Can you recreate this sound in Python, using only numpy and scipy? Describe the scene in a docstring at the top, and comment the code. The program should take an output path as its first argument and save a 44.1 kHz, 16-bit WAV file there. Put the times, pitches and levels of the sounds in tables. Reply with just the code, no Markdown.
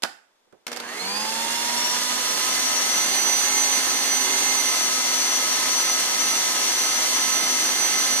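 """Stand mixer kneading dough on a kitchen counter, close to a stereo pair of microphones.
One shaft speed drives fan whine, shaft orders, gear tones and gear and air noise; it climbs in a spurt
and a creep, then sags and recovers as the dough drags. First the plastic bowl snaps home and the dial
clicks up four notches: noise bursts and bowl modes with a kitchen tail. Windings buzz during the climb."""
import sys
import numpy as np
from scipy import signal
from scipy.fft import rfft, irfft, next_fast_len
from scipy.io import wavfile
from scipy.ndimage import uniform_filter1d

SR = 44100
rng = np.random.default_rng(int(sys.argv[2]) if len(sys.argv) > 2 else 0)


def unload_audio(sound):
    """Save the sound as a 16-bit wav file, at the path given as the first command line argument."""
    columns = np.transpose(np.atleast_2d(sound))
    # keep every value between -1 and 1, then stretch to whole-number steps
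    steps = np.round(np.clip(columns, -1, 1) * 32767)
    wavfile.write(sys.argv[1], SR, steps.astype(np.int16))


N = 361619

# still room spectrum: freq_hz, relative_density_db
QUIET_SPECTRUM = [(20, -7), (100, -21), (250, -5), (550, 0), (1000, -1), (2500, -8.5), (6000, -10.5),
                  (15000, -25)]
# kitchen reverberation: freq_hz, t60_s
KITCHEN_T60 = [(150, 0.35), (600, 0.39), (1800, 0.47), (4000, 0.33), (8000, 0.38), (15000, 0.27)]
# microphone balance: freq_hz, left_minus_right_db
MIC_BALANCE = [(60, 1), (120, 0), (220, -4), (700, -4), (1300, -5), (1800, -3), (4400, -2), (8000, -2),
               (11000, -3), (14000, -1.5)]
# microphone likeness: freq_hz, likeness_0_to_1
MIC_LIKENESS = [(60, 0), (130, 0.059), (220, 0.67), (600, 0.2), (1500, 0.17), (4000, 0.49), (14000, 0.045)]
# bowl lock and dial notches: start_s, relative_level_db, thump_re_snap_db, left_minus_right_db,
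# snap_decay_s, catch_pitch_hz
CLICKS = [(0.0221, -30.5, -11, -4, 0.005, 3200), (0.0293, -37, -2, -3, 0.004, 3000),
          (0.0321, -17.5, -15, -10, 0.0034, 3620), (0.0361, -11, -12.5, -2, 0.0016, 4840),
          (0.044, -32.5, 2, -19, .004, 1400), (0.0488, -31, 6, -14, 0.0036, 1400),
          (0.525, -58.5, 5, -15, .004, 950), (0.667, -24.5, -11, 0, 0.0048, 2250),
          (0.679, -32, -3, -9, 0.0076, 5800), (0.7168, -30, -4, -1, 0.0062, 7500),
          (0.728, -30, -6, -8, 0.0088, 5700), (0.762, -30.5, -4, -7, 0.0055, 7400),
          (0.771, -29, -6, -9, 0.0066, 5800), (0.8005, -27.5, -8.5, -2, 0.0052, 4200)]
# snap spectrum: freq_hz, relative_density_db
SNAP_SPECTRUM = [(60, -32), (300, -11), (900, 0), (1400, -2), (2000, 0), (3800, 1), (5000, 1.5), (8000, -4),
                 (12000, -9.5), (16000, -17)]
# thump spectrum: freq_hz, relative_density_db
THUMP_SPECTRUM = [(30, -36), (100, -32), (160, -7.5), (280, -6.5), (480, -6), (780, 1.5), (1030, -7),
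                  (1430, 2), (2200, -12), (5000, -26), (16000, -48)]
# plastic bowl modes: pitch_hz, relative_level_db, t60_s
BOWL_MODES = [(227, -12, .3), (339, -8, .27), (411, -8, .18), (590, -16, 0.25), (784, -2, 0.22),
              (881, -8, 0.39), (1140, -8, .35), (1390, -10, 0.28), (1500, -2, 0.28), (1760, 1, .18),
              (1838, -2, 0.33), (2030, -6, 0.29), (2180, -9, 0.27), (2380, -8, .22)]
# fingertips on the dial: start_s, level_db
TOUCHES = [(0.472, -63), (0.527, -49)]
# soft touch spectrum: freq_hz, relative_density_db
TOUCH_SPECTRUM = [(40, -20), (150, -8), (300, 0), (550, 3), (900, -9), (1500, -18), (4000, -34),
                  (16000, -50)]
# pace the dough allows, before smoothing: time_s, shaft_hz
DOUGH_PACE = [(1.42, 260.3), (1.6, 258.2), (1.8, 259.0), (2.02, 261.7), (2.15, 259.2), (2.35, 259.6),
              (2.51, 262.6), (2.87, 261.0), (3.06, 263.2), (3.39, 263.0), (3.48, 264.2), (3.61, 266.0),
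              (3.74, 262.1), (3.88, 260.3), (4.03, 260.6), (4.17, 261.7), (4.3, 262.6), (4.53, 263.0),
              (4.64, 259.8), (4.9, 256.8), (5.12, 257.3), (5.32, 257.9), (5.6, 255.6), (5.89, 258.6),
              (6.04, 255.2), (6.2, 257.2), (6.31, 258.7), (6.41, 256.7), (6.62, 255.6), (6.78, 258.1),
              (6.92, 258.0), (7.1, 256.5), (7.3, 259.3), (7.43, 258.0), (7.56, 257.0), (7.7, 258.6),
              (7.84, 260.8), (7.92, 258.5), (8.15, 258.5)]
# mains buzz of the windings: pitch_hz, relative_level_db
WINDING_BUZZ = [(120, -74), (240, -46.5), (360, -61), (480, -47.5), (600, -52), (2160, -52)]
# gear grind spectrum: freq_hz, relative_density_db
GRIND_SPECTRUM = [(20, -23), (110, -18), (160, -9), (215, -2), (450, -2.5), (700, 2.5), (1050, 0.8),
                  (1400, 1.4), (1800, 2.2), (2600, -3), (4000, -8), (8000, -22), (16000, -45)]
# cooling air spectrum: freq_hz, relative_density_db
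AIR_SPECTRUM = [(20, -18.5), (800, -12), (2500, -3), (4000, 1), (5300, 1), (6400, 2.5), (7600, 1),
                (9000, 1), (10500, -3.5), (11500, -5), (12700, -4.5), (13200, -7.5), (14000, -8),
                (15300, -12.5)]
# housing and bowl resonances: centre_hz, width_hz, gain_db, left_minus_right_db
HOUSING_MODES = [(311, 29, 4.5, -0.5), (403, 29, 3, -1.5), (554, 70, 2.5, 4), (625, 30, -2.5, -4),
                 (840, 170, 1, 0.5), (934, 59, 3.5, 3), (1040, 87, 1.5, -3.5), (1250, 70, 3, -2.5),
                 (1730, 130, 2.5, -0.5), (2130, 130, 3.5, -2.5), (2720, 160, 4, -1.5), (2990, 310, 3, 5),
                 (3390, 180, 1.5, -5.5), (3544, 130, 2.5, -2.5), (4300, 380, 7.5, -2), (4760, 360, 5, 1.5),
                 (5620, 190, 2, 1), (6170, 46, 3.5, 3), (6310, 680, 4.5, -4.5), (6370, 37, 3.5, -3),
                 (6580, 65, 2.5, -0.5), (7140, 310, 4, 1), (7660, 360, -1.5, -1), (8500, 390, 1.5, 0.5),
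                 (10440, 380, 2, -5.5)]
# whole shaft orders: shaft_multiple, full_speed_db, left_minus_right_db, gain_db_per_10_hz (near the top)
SHAFT_ORDERS = [(1, -49, -7, 7), (2, -53, -5, -5), (3, -49, -5, 10), (4, -45, -8.5, -1), (5, -40, -7, 3.5),
                (6, -53, -10, -2), (7, -50, 1, 2), (8, -39.5, -6.5, 5.5), (9, -52, -21, -2),
                (11, -57, -6, 0), (12, -44.5, -7, -0.5), (15, -51, -8, -3), (13, -51, -3, 3),
                (16, -46, -4, 3), (17, -51, -3, 4), (22, -52, -6, 2), (24, -51, 0, 1), (25, -53, -6, 2),
                (46, -54, -10, -1)]
# gear train and bearing tones: shaft_multiple, full_speed_db, left_minus_right_db,
# gain_db_per_10_hz (near the top), phase_blur_rad
GEAR_TONES = [(1.469, -50.5, -7.5, 10, 0.54), (2.434, -52, -10, -3, 0.4), (3.178, -49, -12, 16, 0.39),
              (3.655, -50, -16, -5, 0.55), (4.124, -54, -7, -2, 0.66), (7.86, -48, -2, 0, 1.8),
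              (8.33, -50.5, -6, 9, 1.4), (38, -50, 2, -1, 2.6), (53.2, -55, 0, 6, 3)]
# shaft-speed ranges where a tone swells or fades: shaft_multiple, from_shaft_hz, to_shaft_hz, gain_db
TONE_RANGES = [(1, 174, 250, 11.5), (1, 178, 221, 2.5), (2, 230, 248, -9), (2.43, 146, 232, 7),
               (2.43, 140, 208, 3), (3, 217, 250, -1), (4, 160, 196, -1), (4, 210, 256, 5),
               (4, 201, 246.5, 6.5), (5, 184, 220, 6.5), (5, 220, 240, -10), (5, 259.3, 270, -8.5),
               (8, 83, 168, 8), (8, 180, 240, -21), (9, 230, 244, 10.5), (11, 130, 190, 14),
               (12, 110, 185, 13), (12, 185, 214, 7), (12, 226, 237, 4), (13, 115, 165, 16),
               (15, 216, 235, 6)]
# standing waves met by the fan whine: pitch_hz, left_db, right_db, left_lead_rad
STANDING_WAVES = [(3900, -56.9, -54.7, 3.0), (4240, -43.6, -29.4, 1.7), (4550, -31.8, -35.3, 3.2),
                  (4800, -38.0, -26.1, 1.7), (5000, -34.8, -32.1, 2.7), (5200, -44.7, -43.3, 2.0),
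                  (5400, -41.7, -36.6, 2.4), (5510, -32.3, -31.1, 2.5), (5590, -28.7, -30.8, 2.7),
                  (5690, -31.5, -33.0, 2.2), (5725, -37.1, -34.2, 2.9), (5757, -28.9, -26.2, 2.8),
                  (5790, -35.1, -35.8, 2.6), (5825, -30.4, -29.2, 2.2), (5865, -26.9, -41.0, 2.3),
                  (5889, -25.5, -35.9, 2.0), (5906, -25.4, -32.7, 3.5), (5920, -22.4, -35.4, 4.6),
                  (5932, -25.5, -28.8, 6.9), (5944, -24.7, -24.4, 7.4), (5958, -27.5, -25.6, 8.2),
                  (5971, -27.9, -31.3, 7.3), (5986, -26.7, -20.2, 7.4), (6003, -29.8, -21.6, 8.1),
                  (6018, -34.0, -23.7, 8.9), (6040, -25.2, -24.2, 9.0), (6067, -25.2, -21.1, 7.9)]

T = np.arange(N) / SR
SIZE = next_fast_len(N, True)
HZ = np.fft.rfftfreq(SIZE, 1 / SR)

FULL_HZ = 258  # full shaft speed, turns per second
START_S, SPURT_S, CREEP_S, CREEP_SHARE = .665, .1947, .8063, .26786
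GRIND_DB, GRIND_DROP_DB = -30, 15  # at full speed; drop at standstill
AIR_DB, AIR_DROP_DB = -24, 38.5
TEETH_PER_S, TEETH_SHARE = 160, .1  # ticks of gear teeth, share of power
SPARKS_PER_S, SPARKS_SHARE = 500, .09  # ticks of sparking brushes, share of power
ECHO_SPACING_HZ, ECHO_RIPPLE_DB = 35, 1.4


def amp(db):
    """Decibels to gain."""
    return np.exp(np.asarray(db) * np.log(10) / 20)


def unit(x):
    """Scale to rms 1."""
    return x / np.sqrt(np.mean(x ** 2) + 1e-20)


def read(points, hz):
    """Spectrum table on a log-frequency axis."""
    f, value = np.transpose(points)
    return np.interp(np.log(hz + 1), np.log(f + 1), value)


def bump(hz, centre_hz, width_hz):
    """Resonance peak of height 1."""
    return 1 / (1 + (2 * (hz - centre_hz) / width_hz) ** 2)


def split(db):
    """Half of a left-right difference to each side, in dB."""
    return np.array([[.5], [-.5]]) * db


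def pan(db):
    """Left and right gains of constant power."""
    gains = amp(split(db))
    return gains / np.sqrt(np.mean(gains ** 2, 0))


def highpass(x, order, cutoff_hz):
    """Butterworth high-pass."""
    return signal.sosfilt(signal.butter(order, cutoff_hz, "highpass", fs=SR, output="sos"), x)


def drift(rate_hz):
    """Slow random wander of rms 1."""
    knots = rng.standard_normal(SIZE // 100)
    hz = np.fft.rfftfreq(len(knots), T[-1] / len(knots))
    slow = unit(irfft(rfft(knots) / (1 + (hz / rate_hz) ** 2), len(knots)))
    return np.interp(T, np.linspace(0, T[-1], len(slow)), slow)


def white_noise():
    """White noise, two channels."""
    return rng.standard_normal((2, SIZE))


def gritty(per_s, share):
    """White noise with a share of its power in separate ticks."""
    hits = rng.random(SIZE) < per_s / SR
    ticks = unit(hits * rng.uniform(-1.01, 1, (2, SIZE)))
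    return np.sqrt(1 - share) * white_noise() + np.sqrt(share) * ticks


def stereo_noise(white, colour, lead_samples=4):
    """Coloured noise of rms 1, partly alike in both microphones; the shared part leads on the left."""
    a, b = rfft(white)
    same = np.clip(read(MIC_LIKENESS, HZ), 0, 1)
    lead = np.exp(2j * np.pi * HZ * lead_samples / SR)
    left = same * a * lead + np.sqrt(1 - same ** 2) * b
    return unit(irfft(np.array([left, a]) * colour, SIZE)[:, :N])


def still_room(level_db=-67):
    """Steady coloured noise of the quiet room."""
    return amp(level_db) * stereo_noise(white_noise(), amp(read(QUIET_SPECTRUM, HZ)))


def kitchen(x, wet_db=-12, onset_s=0.0091):
    """Diffuse noise tail with its own decay time at each frequency."""
    hz, t, z = signal.stft(rng.standard_normal((2, SR // 2)), SR, nperseg=256)
    decay = amp(-60 * t / read(KITCHEN_T60, hz)[:, None])
    tail = signal.istft(z * decay, SR, nperseg=256)[1]
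    tail *= np.clip(np.arange(tail.shape[1]) / SR / onset_s, 0, 1)
    wet = signal.fftconvolve(x, tail / np.linalg.norm(tail[0]), axes=1)[:, :N]
    return x + amp(wet_db) * wet


def burst(colour, decay_s, attack_s=0.00027):
    """Short dense ring: coloured noise under a fast-rising exponential decay."""
    t = np.arange(4096) / SR
    spectrum = amp(read(colour, np.fft.rfftfreq(len(t), 1 / SR)))
    ring = irfft(rfft(rng.standard_normal((2, len(t)))) * spectrum)
    return unit(ring) * np.exp(-t / decay_s) * (1 - np.exp(-t / attack_s))


def add_at(out, start_s, sound):
    """Mix a sound in place from its start time."""
    out[:, round(start_s * SR):][:, :sound.shape[-1]] += sound


def fingers(decay_s=0.024, side_db=-7):
    """Soft skin pushes the hollow body without a snap."""
    out = np.zeros((2, N))
    for start_s, level_db in TOUCHES:
        add_at(out, start_s, amp(level_db) * pan(side_db) * burst(TOUCH_SPECTRUM, decay_s))
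    return out


def catch_snap(decay_s, catch_hz, peak_db=5, relative_width=.22):
    """Bright snap in which the catch's own pitch stands out."""
    hz = np.geomspace(60, 16000, 200)
    level_db = read(SNAP_SPECTRUM, hz) + peak_db * bump(hz, catch_hz, relative_width * catch_hz)
    return burst(np.transpose([hz, level_db]), decay_s)


def bowl_ring(spread=0.0183, count=4):
    """Bowl modes, each a cluster of close decaying partials."""
    t = np.arange(SR // 2) / SR
    ring = 0
    for hz, db, t60_s in BOWL_MODES:
        for _ in range(count):
            detune = 1 + spread * rng.uniform(-1, 1, (2, 1))
            partial = np.sin(2 * np.pi * hz * detune * t) * rng.choice([-1, 1])
            ring = ring + amp(db - 60 * t / t60_s) * partial
    return ring / np.sqrt(count)


def clicks(thump_decay_s=0.0064, level_db=2, ring_db=-21):
    """Each catch snaps brightly, thumps the hollow body and rings the bowl."""
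    out = np.zeros((2, N))
    ring = amp(ring_db) * bowl_ring()
    for start_s, db, thump_db, side_db, snap_s, catch_hz in CLICKS:
        thump = burst(THUMP_SPECTRUM, thump_decay_s)
        crossed_thump = thump + .5 * thump[::-1]  # each side leaks into the other
        hit = catch_snap(snap_s, catch_hz) + amp(thump_db) * crossed_thump
        gain = amp(db + level_db) * pan(side_db)
        add_at(out, start_s, gain * hit)
        add_at(out, start_s, gain * amp(thump_db) * ring)
    return highpass(out, 2, 135)


def shaft_speed(hunting_hz=0.056, inertia_s=.07):
    """Turns per second: spurt and creep toward the dough's pace, smoothed by rotor inertia."""
    since = np.maximum(T - START_S, 0)
    lag = CREEP_SHARE * np.exp(-since / CREEP_S) + (1 - CREEP_SHARE) * np.exp(-since / SPURT_S)
    time_s, shaft_hz = np.transpose(DOUGH_PACE)
    pace = uniform_filter1d(np.interp(T, time_s, shaft_hz), size=round(inertia_s * SR))
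    return np.maximum(pace + hunting_hz * drift(17.0), 0) * np.maximum(1 - lag, 0)


def power_on():
    """Short fade-in as the motor is switched on."""
    return np.clip((T - 0.675) / 0.013, 0, 1)


def counter_rumble(speed, level_db=-61, centre_hz=50, width_hz=110, growth=4):
    """Turning dough shakes the counter: low noise rising steeply with speed."""
    shake = stereo_noise(white_noise(), bump(HZ, centre_hz, width_hz))
    return amp(level_db) * (speed / FULL_HZ) ** growth * shake


def windings(speed, level_db=1, side_db=-5):
    """Starting current buzzes at mains harmonics and fades as speed rises."""
    current = power_on() * np.clip(1 - speed / FULL_HZ, 0, 1)
    buzz = sum(amp(db) * np.sin(2 * np.pi * hz * T) for hz, db in WINDING_BUZZ)
    return amp(level_db) * pan(side_db) * current * np.sqrt(2) * buzz


def straining_gears(speed, level_db=-38, ring_hz=3500, width_hz=330, worst_hz=238, span_hz=42, side_db=-4):
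    """Driven teeth rasp on one housing resonance, loudest near one shaft speed."""
    rasp = stereo_noise(gritty(TEETH_PER_S, TEETH_SHARE), bump(HZ, ring_hz, width_hz))
    return amp(level_db) * pan(side_db) * bump(speed, worst_hz, span_hz) * rasp


def echo_ripple():
    """Counter and wall echoes: fine random peaks and dips per ear, in dB."""
    knots = np.arange(0, SR / 2, ECHO_SPACING_HZ)
    rows = rng.standard_normal((2, len(knots)))
    ripple = np.array([np.interp(HZ, knots, row) for row in rows])
    return ECHO_RIPPLE_DB * ripple * np.clip(HZ / 2000, 0, 1)


def running_noise(speed, churn_db=0.74, chatter_db=0.57, flutter_db=0.62, pulsing=0.025):
    """Teeth, brushes and air roar through the housing, rising with speed, pulsing twice per turn."""
    housing_db = sum(bump(HZ, f, w) * (db + split(side_db)) for f, w, db, side_db in HOUSING_MODES)
    shell = amp(housing_db + echo_ripple()) * pan(read(MIC_BALANCE, HZ))
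    climbing = 1 - speed / FULL_HZ
    pulse = 1 + pulsing * np.cos(2 * np.pi * np.cumsum(2 * speed) / SR)

    grind = stereo_noise(gritty(TEETH_PER_S, TEETH_SHARE), shell * amp(read(GRIND_SPECTRUM, HZ)))
    grind_db = GRIND_DB - GRIND_DROP_DB * climbing + churn_db * drift(16) + chatter_db * drift(90)

    air = stereo_noise(gritty(SPARKS_PER_S, SPARKS_SHARE), shell * amp(read(AIR_SPECTRUM, HZ)))
    air_db = AIR_DB - AIR_DROP_DB * climbing + flutter_db * drift(30)
    return power_on() * pulse * (grind * amp(grind_db) + air * amp(air_db))


def tone_range_db(multiple, speed, edge_hz):
    """Rise or fall in dB of one tone within its shaft-speed ranges."""
    return sum(gain_db / 2 * (np.tanh((speed - low) / edge_hz) - np.tanh((speed - high) / edge_hz))
               for k, low, high, gain_db in TONE_RANGES if abs(k - multiple) < 1 / 10)


def shaft_tones(speed, angle, waver_db=2.5, order_blur_rad=0.37, backlash_rad=.017, rattle_rad=.09,
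                ripple_rad=0.17, ripple_hz=120, clatter_db=3, growth=1.97, edge_hz=0.36, climb_edge_hz=32,
                calm=.6, lead_s=.0001):
    """Unbalance and gear mesh give wavering tones; rattling ones swell when the load lets go."""
    out = np.zeros((2, N))
    slack = np.maximum(speed - FULL_HZ, -8) / 10
    climbing = np.maximum(1 - speed / FULL_HZ, 0)
    # gear play blurs the high tones most
    loose_angle = angle + backlash_rad * drift(14) + rattle_rad * climbing * drift(70)
    # starting current shakes the shaft twice per mains cycle, splitting tones into strands
    loose_angle = loose_angle + ripple_rad * climbing * np.sin(2 * np.pi * ripple_hz * T)
    size = (speed / FULL_HZ) ** growth * np.clip((T - 0.7) / 0.07, 0, 1)
    size = size * amp(clatter_db * climbing * drift(60))
    # range edges are softer the further the shaft is below full speed
    edge = edge_hz + climb_edge_hz * climbing
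    orders = [(round(k), db, side_db, slack_db, order_blur_rad) for k, db, side_db, slack_db in SHAFT_ORDERS]
    for multiple, db, side_db, slack_db, blur_rad in orders + GEAR_TONES:
        range_db = tone_range_db(multiple, speed, edge)
        unrest = 1 - calm * np.clip(range_db / 10, 0, 1)  # a swelling tone is steadier
        level_db = db + slack_db * slack + range_db + unrest * waver_db * drift(10.5)
        phase = multiple * loose_angle + unrest * blur_rad * drift(11.5) + 2 * np.pi * rng.random()
        lead = 2 * np.pi * multiple * speed * lead_s
        tone = np.cos(np.array([phase + lead, phase]))
        out += pan(side_db) * np.sqrt(2) * size * amp(level_db) * tone
    # the small housing hardly radiates the lowest notes
    return highpass(out, 4, 165)


def fan_whine(speed, angle, blades=23, shimmer_db=1.73, climb_shimmer_db=22, smear_rad=0.16, rattle_rad=5):
    """Blades pass the vents in one piercing tone, rough in the climb, shaped per ear by standing waves."""
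    hz, *columns = np.transpose(sorted(STANDING_WAVES))
    left_db, right_db, left_lead = [uniform_filter1d(np.interp(blades * speed, hz, column), size=1000)
                                    for column in columns]
    climbing = np.clip(1 - speed / FULL_HZ, 0, .08)
    phase = blades * angle + rattle_rad * climbing * drift(60)
    ears = []
    for db, lag in ((left_db, 0), (right_db, left_lead)):
        level_db = db + (shimmer_db + climb_shimmer_db * climbing) * drift(21)
        ears.append(amp(level_db) * np.cos(phase - lag + smear_rad * drift(36)))
    return np.sqrt(2) * np.array(ears) * np.clip((T - 0.8) / .1, 0, 1)


def scene():
    """One shaft speed drives the whole machine; only clicks and touches get the kitchen tail."""
    speed = shaft_speed()
    angle = 2 * np.pi * np.cumsum(speed) / SR
    noises = counter_rumble(speed) + straining_gears(speed) + running_noise(speed)
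    tones = windings(speed) + shaft_tones(speed, angle) + fan_whine(speed, angle)
    return still_room() + kitchen(clicks() + fingers()) + noises + tones


def record(dry):
    """Band limit: linear-phase low-pass at 15250 Hz."""
    edge = signal.firwin(511, 15250, window=("kaiser", 9), fs=SR)
    return signal.oaconvolve(dry, edge[None], "same")


dry = scene()
out = record(dry)
unload_audio(out)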